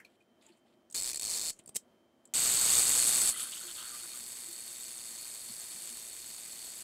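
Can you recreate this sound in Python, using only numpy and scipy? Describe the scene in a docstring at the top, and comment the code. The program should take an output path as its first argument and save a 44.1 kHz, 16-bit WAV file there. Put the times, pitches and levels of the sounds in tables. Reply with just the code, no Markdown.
"""A quiet workshop, a metal camera in the hands, close to the microphone; low hum and a thin electric whine throughout.
First come small clicks (ringing noise bursts) and fingertip strokes (grainy noise). A thumb winds the self-timer
lever, the pawl chattering over ratchet teeth. More clicks, then release: the escapement buzzes some 240 ticks a second,
random blows ringing the gear plates, loud at first, then muffled. The palm rubs the covering;
dull tones of the shifting grip swell and fade. Bench and walls give the near sounds a faint short echo."""
import sys
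import numpy as np
from scipy import signal
from scipy.fft import rfft, irfft
from scipy.io import wavfile
from scipy.ndimage import uniform_filter1d

SR = 44100
rng = np.random.default_rng(int(sys.argv[2]) if len(sys.argv) > 2 else 0)


def persist_wave(psi):
    """Save psi, clipped to +-1, as 16-bit WAV."""
    counts = np.round(np.clip(psi, -1, 1) * 32767).astype(np.int16)
    wavfile.write(sys.argv[1], SR, np.atleast_2d(counts).T)


N = 301203
T = np.arange(N) / SR


def undb(db):
    """Gain of a level in dB."""
    return 10 ** (np.asarray(db) / 20)


def unit(x):
    """Scaled to rms 1."""
    return x / np.sqrt(np.mean(x ** 2))


def colour(x, points):
    """Minimum-phase filter through (f/Hz, gain/dB) points, made from the cepstrum."""
    hz, db = np.transpose(points)
    size = 2 ** 13
    bins_hz = np.fft.rfftfreq(size, 1 / SR)
    gain_db = np.interp(np.log(bins_hz + 1), np.log(hz), np.maximum(db, -70))
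    cepstrum = irfft(np.log(undb(gain_db)))
    # folding the cepstrum onto positive time makes the filter causal
    cepstrum[1:size // 2] *= 2
    cepstrum[size // 2 + 1:] = 0
    response = irfft(np.exp(rfft(cepstrum)))
    return signal.fftconvolve(x, response)[:len(x)]


def band(x, hz, width_hz):
    """Two-pole resonance, gain 1 at the centre."""
    b, a = signal.iirpeak(min(hz, .45 * SR), hz / width_hz, SR)
    return signal.lfilter(b, a, x)


def highpass(x, order, hz):
    """Butterworth filter that thins out the bass."""
    b, a = signal.butter(order, hz, "high", fs=SR)
    return signal.lfilter(b, a, x)


def walk(rate):
    """Random values, `rate` new ones a second, joined by straight slopes; spread about 1.2."""
    k = int(SR / rate)
    held = np.repeat(rng.standard_normal(N // k + 1), k)
    return 1.5 * uniform_filter1d(held, k)[:N]


def random_signs():
    """A random push or pull at every sample."""
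    return rng.choice([-1, 1], size=N)


def blows(times, sizes, rise_s, fall_s):
    """Each blow is a short chatter of metal contact: random pushes under a quick rise and fall."""
    train = np.zeros(N)
    np.add.at(train, np.clip((times * SR).astype(int), 0, N - 1), sizes)
    t = np.arange(SR // 20) / SR
    shape = (1 - np.exp(-t / rise_s)) ** 2 * np.exp(-t / fall_s)
    return signal.fftconvolve(train, shape / shape.max())[:N] * random_signs()


# what the gear plates ring with: (f/Hz, width/Hz before narrowing, relative level/dB)
PLATE_MODES = [(2410, 55, -7.5), (3705, 180, 2.5), (4344, 83, 6.5), (4536, 34, 2), (6640, 120, -6),
               (7780, 150, -1.5), (8335, 290, -1.5), (9630, 190, -3), (10140, 110, -1.5), (10800, 110, -1),
               (12100, 150, -4.5), (12300, 410, -1.5), (15100, 660, 0.5)]


def body(x, points, ring_db, narrow):
    """The blow passes straight through and also rings the gear plates; both take the broad colour."""
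    ring = sum(undb(db) * band(x, hz, narrow * width) for hz, width, db in PLATE_MODES)
    return colour(x + undb(ring_db) * ring, points)


# running escapement as heard at the microphone: (t/s, level/dB, gain of the treble near 10 kHz/dB)
RUN = [(2.338, -29, -13), (2.6, -28, -6.5), (2.76, -25.5, -4.5), (2.85, -28, -1.5), (3.296, -29.5, 0),
       (3.315, -37.5, 3.5), (3.35, -48, 4.5), (3.41, -41.5, 7.5), (3.46, -46.5, 7.5), (3.49, -45.5, -0.5),
       (4.7, -46.5, 0), (5.98, -45, 0), (6.03, -46.5, -1.5), (6.83, -46, -1.5)]
# broad colour of the open, then of the muffled buzz: (f/Hz, relative level/dB)
ESCAPE_COLOUR = [(15, -23), (25, -13.5), (936, -15.5), (1440, -14.5), (1790, -17.5), (2000, -15.5),
                 (4030, -14.5), (4490, -10), (5570, -16), (8140, -1.5), (9320, -6.5), (12200, -15.5),
                 (16000, -30.5)]
MUFFLED_COLOUR = [(15, -54), (25, -10.5), (161, -10), (236, -9.5), (384, -9.5), (677, -11), (1740, -12),
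                  (1940, -9.5), (4030, -12.5), (4490, -6), (5570, -12), (8140, -1.5), (12500, -13),
                  (16000, -27.5)]
RELEASE_S, MUFFLE_S, MUFFLE_FADE_S = 2.338, 3.31, 0.043
# the spring slackens and the pace wanders by a share of itself
TICKS_PER_S, SAG_TICKS_PER_S2, WANDER = 247, 4.5, .016


def escapement():
    """The anchor rocks tick-tock against the escape wheel; every tooth lands a little early or late."""
    pace = (TICKS_PER_S - SAG_TICKS_PER_S2 * (T - RELEASE_S)) * (1 + WANDER * walk(10))
    phase = np.cumsum(pace * (T >= RELEASE_S)) / SR
    count = np.arange(int(phase[-1]))
    place_chance, size_chance = rng.standard_normal((2, len(count)))
    tock = (-1.) ** count
    # offsets in ticks, sizes in dB: both alternate and scatter
    times = np.interp(count + 0.055 * tock + 0.054 * place_chance, phase, T).clip(RELEASE_S)
    sizes = undb(1.7 * tock + 1.4 * np.clip(size_chance, -1.8, 1.8))

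    # the tiny pallets strike short and thin; one of the two rings brighter
    strike = highpass(unit(blows(times, sizes, 0.00061, 0.00049)), 1, 3000)
    bright_pallet = unit(blows(times[::2], sizes[::2], 0.00054, 0.00038))
    strike = strike + undb(-14) * band(bright_pallet, 10100, 2500)
    # the gear train rattles on towards the next tick
    rattle = unit(blows(times, sizes, 0.0012, 0.003))
    ticks = strike + undb(-3.5) * rattle

    open_buzz = body(ticks, ESCAPE_COLOUR, ring_db=-1.5, narrow=0.7)
    muffled_buzz = body(ticks, MUFFLED_COLOUR, ring_db=1.5, narrow=1.0)
    share = np.clip((T - MUFFLE_S) / MUFFLE_FADE_S, 0, 1)
    sound = (1 - share) * unit(open_buzz) + share * unit(muffled_buzz)

    s, level_db, treble_db = np.transpose(RUN)
    level = undb(np.interp(T, s, level_db))
    treble = undb(np.interp(T, s, treble_db))
    return level * (sound + (treble - 1) * band(sound, 10160, 2460))


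# travel of the winding lever under the thumb: (t/s, ratchet teeth passed)
WIND = [(.9465, 0), (1.0, 9), (1.0434, 13), (1.1137, 22), (1.1307, 23), (1.1725, 26), (1.1958, 27),
        (1.2114, 28), (1.2786, 35), (1.294, 37), (1.3288, 43), (1.377, 54), (1.3837, 55), (1.414, 58),
        (1.4288, 60), (1.5027, 72)]
# broad colour of the ratchet: (f/Hz, relative level/dB)
RATCHET_COLOUR = [(15, -54), (25, -6.5), (134, -14), (405, -10.5), (1560, -16), (2480, -10.5), (2760, -13),
                  (3920, -10), (4250, -2), (6050, -6.5), (7510, 1), (8830, -2), (16000, -23)]
# base level of the teeth; its spread; spread of place in teeth
TOOTH_DB, TOOTH_SCATTER_DB, TOOTH_SCATTER = -27, 0.9, 0.03


def ratchet():
    """The pawl snaps off each tooth, chatters, and drags up the next flank, which stills the chatter."""
    when, travel = np.transpose(WIND)
    teeth = np.arange(travel[-1] + 1)
    place_chance, level_chance = rng.standard_normal((2, len(teeth)))
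    s = np.interp(teeth + TOOTH_SCATTER * place_chance, travel, when)
    db = TOOTH_DB + TOOTH_SCATTER_DB * level_chance
    tooth = np.clip(np.searchsorted(s, T) - 1, 0, None)
    since = np.maximum(T - s[tooth], 0)

    # quick winding presses the pawl down sooner, so the chatter is shorter
    gap = np.append(np.diff(s), .008)[tooth]
    fall = np.minimum(.0038, 0.0012 + 0.56 * gap)
    envelope = (1 - np.exp(-since / 0.0007)) * np.exp(-since / fall)
    chatter = undb(db[tooth] - 3) * envelope * random_signs()
    # the snap itself is thin, with little bass
    chatter = chatter + highpass(blows(s, undb(db - 2.0), 0.00024, 0.00074), 1, 2200)

    winding = (T > s[0]) & (T < s[-1])
    drag = undb(-54.5) * winding * rng.standard_normal(N)
    sound = body(chatter + drag, RATCHET_COLOUR, ring_db=-1.0, narrow=0.72)
    # the coloured sound takes the rms of the bare chatter
    return sound * np.sqrt(np.mean(chatter ** 2) / np.mean(sound ** 2))


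# small close clicks of lever and button:
# (t/s, peak level/dB, centre f/Hz, width as share of centre, thud relative to ring/dB)
CLICKS = [(0, -47, 1800, 0.39, -30), (0.0475, -46, 2400, .092, -13), (.050, -51, 4300, 0.24, -22),
          (.204, -63.5, 2450, .08, -25), (.411, -62, 4000, 0.6, -18), (.465, -48.5, 7200, .22, -17),
          (.491, -58, 2700, .3, -12), (.522, -61, 4380, 0.088, -25), (.572, -68, 8600, .15, -25),
          (.9005, -45.5, 7100, 0.5, -11), (0.9108, -44, 8300, .2, -20), (0.925, -37, 7400, 0.32, -21),
          (.944, -30, 7700, .3, -14), (1.562, -62, 7740, 0.23, -27), (1.59, -43.5, 7700, .25, -25.5),
          (1.594, -45.5, 8400, .18, 4), (1.6375, -59, 8800, .2, -17.5), (1.66, -42.5, 8800, 0.15, -13),
          (1.673, -50.5, 7550, .2, -19), (1.676, -39, 7700, .2, -8), (1.688, -46, 7500, .25, -24),
          (1.692, -35, 8400, 0.1, -5.5), (1.7447, -46, 7700, .2, -23.5), (1.7497, -30.5, 8400, .18, -14),
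          (1.7564, -27, 8000, .35, -10.5), (1.7595, -18.5, 7900, 0.18, -11),
          (1.763, -23.5, 8500, 0.41, -15), (1.7653, -21.5, 7700, 0.28, -20),
          (2.2537, -46.5, 7900, .17, -26), (2.274, -57, 7560, 0.3, -17)]
CLICK_CYCLES = 166  # cycles until the burst behind the ring is down 60 dB
# harder clicks crack more: crack relative to the ring of a 0 dB click, and slope
CRACK_DB, CRACK_DB_PER_DB = 9.5, 0.44


def clicks():
    """Single taps of metal on metal: a ring of its own, a broad crack and a thud of the shell."""
    out = np.zeros(N + SR)
    t = np.arange(SR // 5) / SR
    for s, db, hz, share, thud_db in CLICKS:
        decay = np.exp(-np.log(1000) * t * hz / CLICK_CYCLES)
        hit = rng.standard_normal(len(t)) * decay * (1 - np.exp(-t / 0.00023))
        width = np.clip(share, .01, 1) * hz
        ring = unit(band(band(hit, hz, width), hz, width))
        crack = unit(band(hit, 6000, 7000))
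        thud = unit(band(band(hit, 250, 530), 250, 560))
        tap = ring + undb(CRACK_DB + CRACK_DB_PER_DB * db) * crack + undb(thud_db) * thud
        out[int(s * SR):][:len(t)] += undb(db) * tap / np.abs(tap).max()
    return out[:N]


# dull knocks and groans of the grip shifting: (t/s, peak level/dB, f/Hz, swell/s)
KNOCKS = [(.47, -65.5, 880, 0.013), (.49, -58.5, 345, 0.016), (.65, -68, 793, 0.0087),
          (3.34, -45.5, 2000, 0.007), (3.63, -55, 352, 0.032), (3.915, -51, 1194, 0.021),
          (4.019, -58, 350, 0.015), (4.13, -56.5, 1200, 0.014), (4.191, -61, 234, 0.013),
          (4.475, -54.5, 342, 0.018), (5.495, -51, 218, 0.0074), (5.5, -58, 120, .01),
          (5.739, -62.5, 190, 0.018), (5.89, -60, 237, 0.032)]


def knocks():
    """Soft sine tones of the shell, each reaching its peak one swell time after its start, then dying away."""
    out = np.zeros(N + SR)
    t = np.arange(SR // 4) / SR
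    for s, db, hz, swell in KNOCKS:
        envelope = (t / swell * np.exp(1 - t / swell)) ** 2
        out[int(s * SR):][:len(t)] += undb(db) * np.sin(2 * np.pi * hz * t) * envelope
    return out[:N]


STROKE_RISE_S, STROKE_FALL_S = .015, 0.0093


def rustle(strokes, resonances, grain_db):
    """Skin slips over a surface: grainy noise in the resonances of the shell; each stroke rises and fades."""
    out = 0
    grain = undb(grain_db * walk(300)) * rng.standard_normal(N)
    shell = [unit(band(band(grain, hz, width), hz, width)) for hz, width in resonances]
    for s, length, *levels in strokes:
        rise = np.clip((T - s) / STROKE_RISE_S, 0, 1)
        fall = np.exp(-np.maximum(T - s - length, 0) / STROKE_FALL_S)
        out = out + rise * fall * sum(undb(db) * noise for db, noise in zip(levels, shell))
    return out


# strokes of a fingertip on the metal: (t/s, time to fade/s, level near 7 kHz/dB, level near 3 kHz/dB)
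BRUSH = [(.055, 0.0085, -80, -72), (.08, 0.076, -86, -80), (.19, 0.036, -87, -83), (.41, 0.083, -74, -71),
         (.49, 0.058, -81, -74.5), (.555, .035, -79, -81), (.65, 0.092, -88, -79),
         (1.515, 0.016, -54.5, -68), (1.55, .03, -70, -75), (1.585, 0.013, -62, -61)]
# strokes of the palm on the covering: (t/s, time to fade/s, level near 3 kHz/dB, level near 1.4 kHz/dB)
RUB = [(3.3, 0.039, -53, -55), (3.34, .1, -48.5, -53.5), (3.44, 0.052, -55, -55.5),
       (3.51, 0.069, -48.5, -61), (3.6, 0.054, -60, -61), (3.665, 0.05, -52, -59),
       (3.755, 0.06, -49.5, -54), (3.81, 0.062, -56.5, -54.5), (3.87, 0.096, -63, -57.5),
       (3.98, 0.023, -56, -61), (4.025, 0.034, -64, -59.5), (4.13, 0.058, -62, -63)]


def rub():
    """A fingertip rustles on the metal top, the palm on the grained covering."""
    fingertip = rustle(BRUSH, [(7240, 3500), (2900, 3200)], grain_db=1.8)  # resonances: (f/Hz, width/Hz)
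    palm = rustle(RUB, [(3210, 940), (1380, 540)], grain_db=2.5)
    return fingertip + palm


# colour of the workshop hum: (f/Hz, relative level/dB)
ROOM = [(15, -79), (25, -22.5), (170, -17.5), (236, -5.5), (301, -16), (344, -5.5), (416, -16), (575, -16),
        (624, -10.5), (754, -20.5), (1890, -29), (2910, -35), (3160, -29), (3430, -35.5), (16000, -46)]
ROOM_DB = -68.5  # middle level of the hum before its lowest bass is cut
# thin electric whine: (f/Hz, middle level/dB)
WHINE = [(3106, -85.5)]


def room():
    """Workshop background: coloured noise as a low hum that wavers a little, and a wavering sine whine."""
    hum = unit(colour(rng.standard_normal(N), ROOM)) * undb(ROOM_DB + .8 * walk(6))
    hum = highpass(hum, 2, 85)
    # the root of 2 gives each sine an rms of 1
    whine = sum(undb(db + 1.45 * walk(30)) * np.sqrt(2) * np.sin(2 * np.pi * hz * T) for hz, db in WHINE)
    return hum + whine


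def scene():
    """The close sources, their faint short echo from bench and walls as decaying noise, and the room behind."""
    near = escapement() + ratchet() + clicks() + knocks() + rub()
    t = np.arange(SR // 4) / SR
    # starts after 2 ms and falls 60 dB in 97 ms
    tail = rng.standard_normal(len(t)) * np.exp(-np.log(1000) * t / 0.097) * (t > .002)
    echo = band(unit(tail) / np.sqrt(len(t)), 6000, 9000)
    reflected = undb(-12.5) * signal.fftconvolve(near, echo)[:N]
    return (near + reflected + room())[None]


TOP_HZ = 15720


def record(dry):
    """The recorder behind the microphone cuts the top with a steep low-pass."""
    return signal.sosfilt(signal.ellip(10, .2, 65, TOP_HZ, fs=SR, output="sos"), dry)


dry = scene()
out = record(dry)
persist_wave(out)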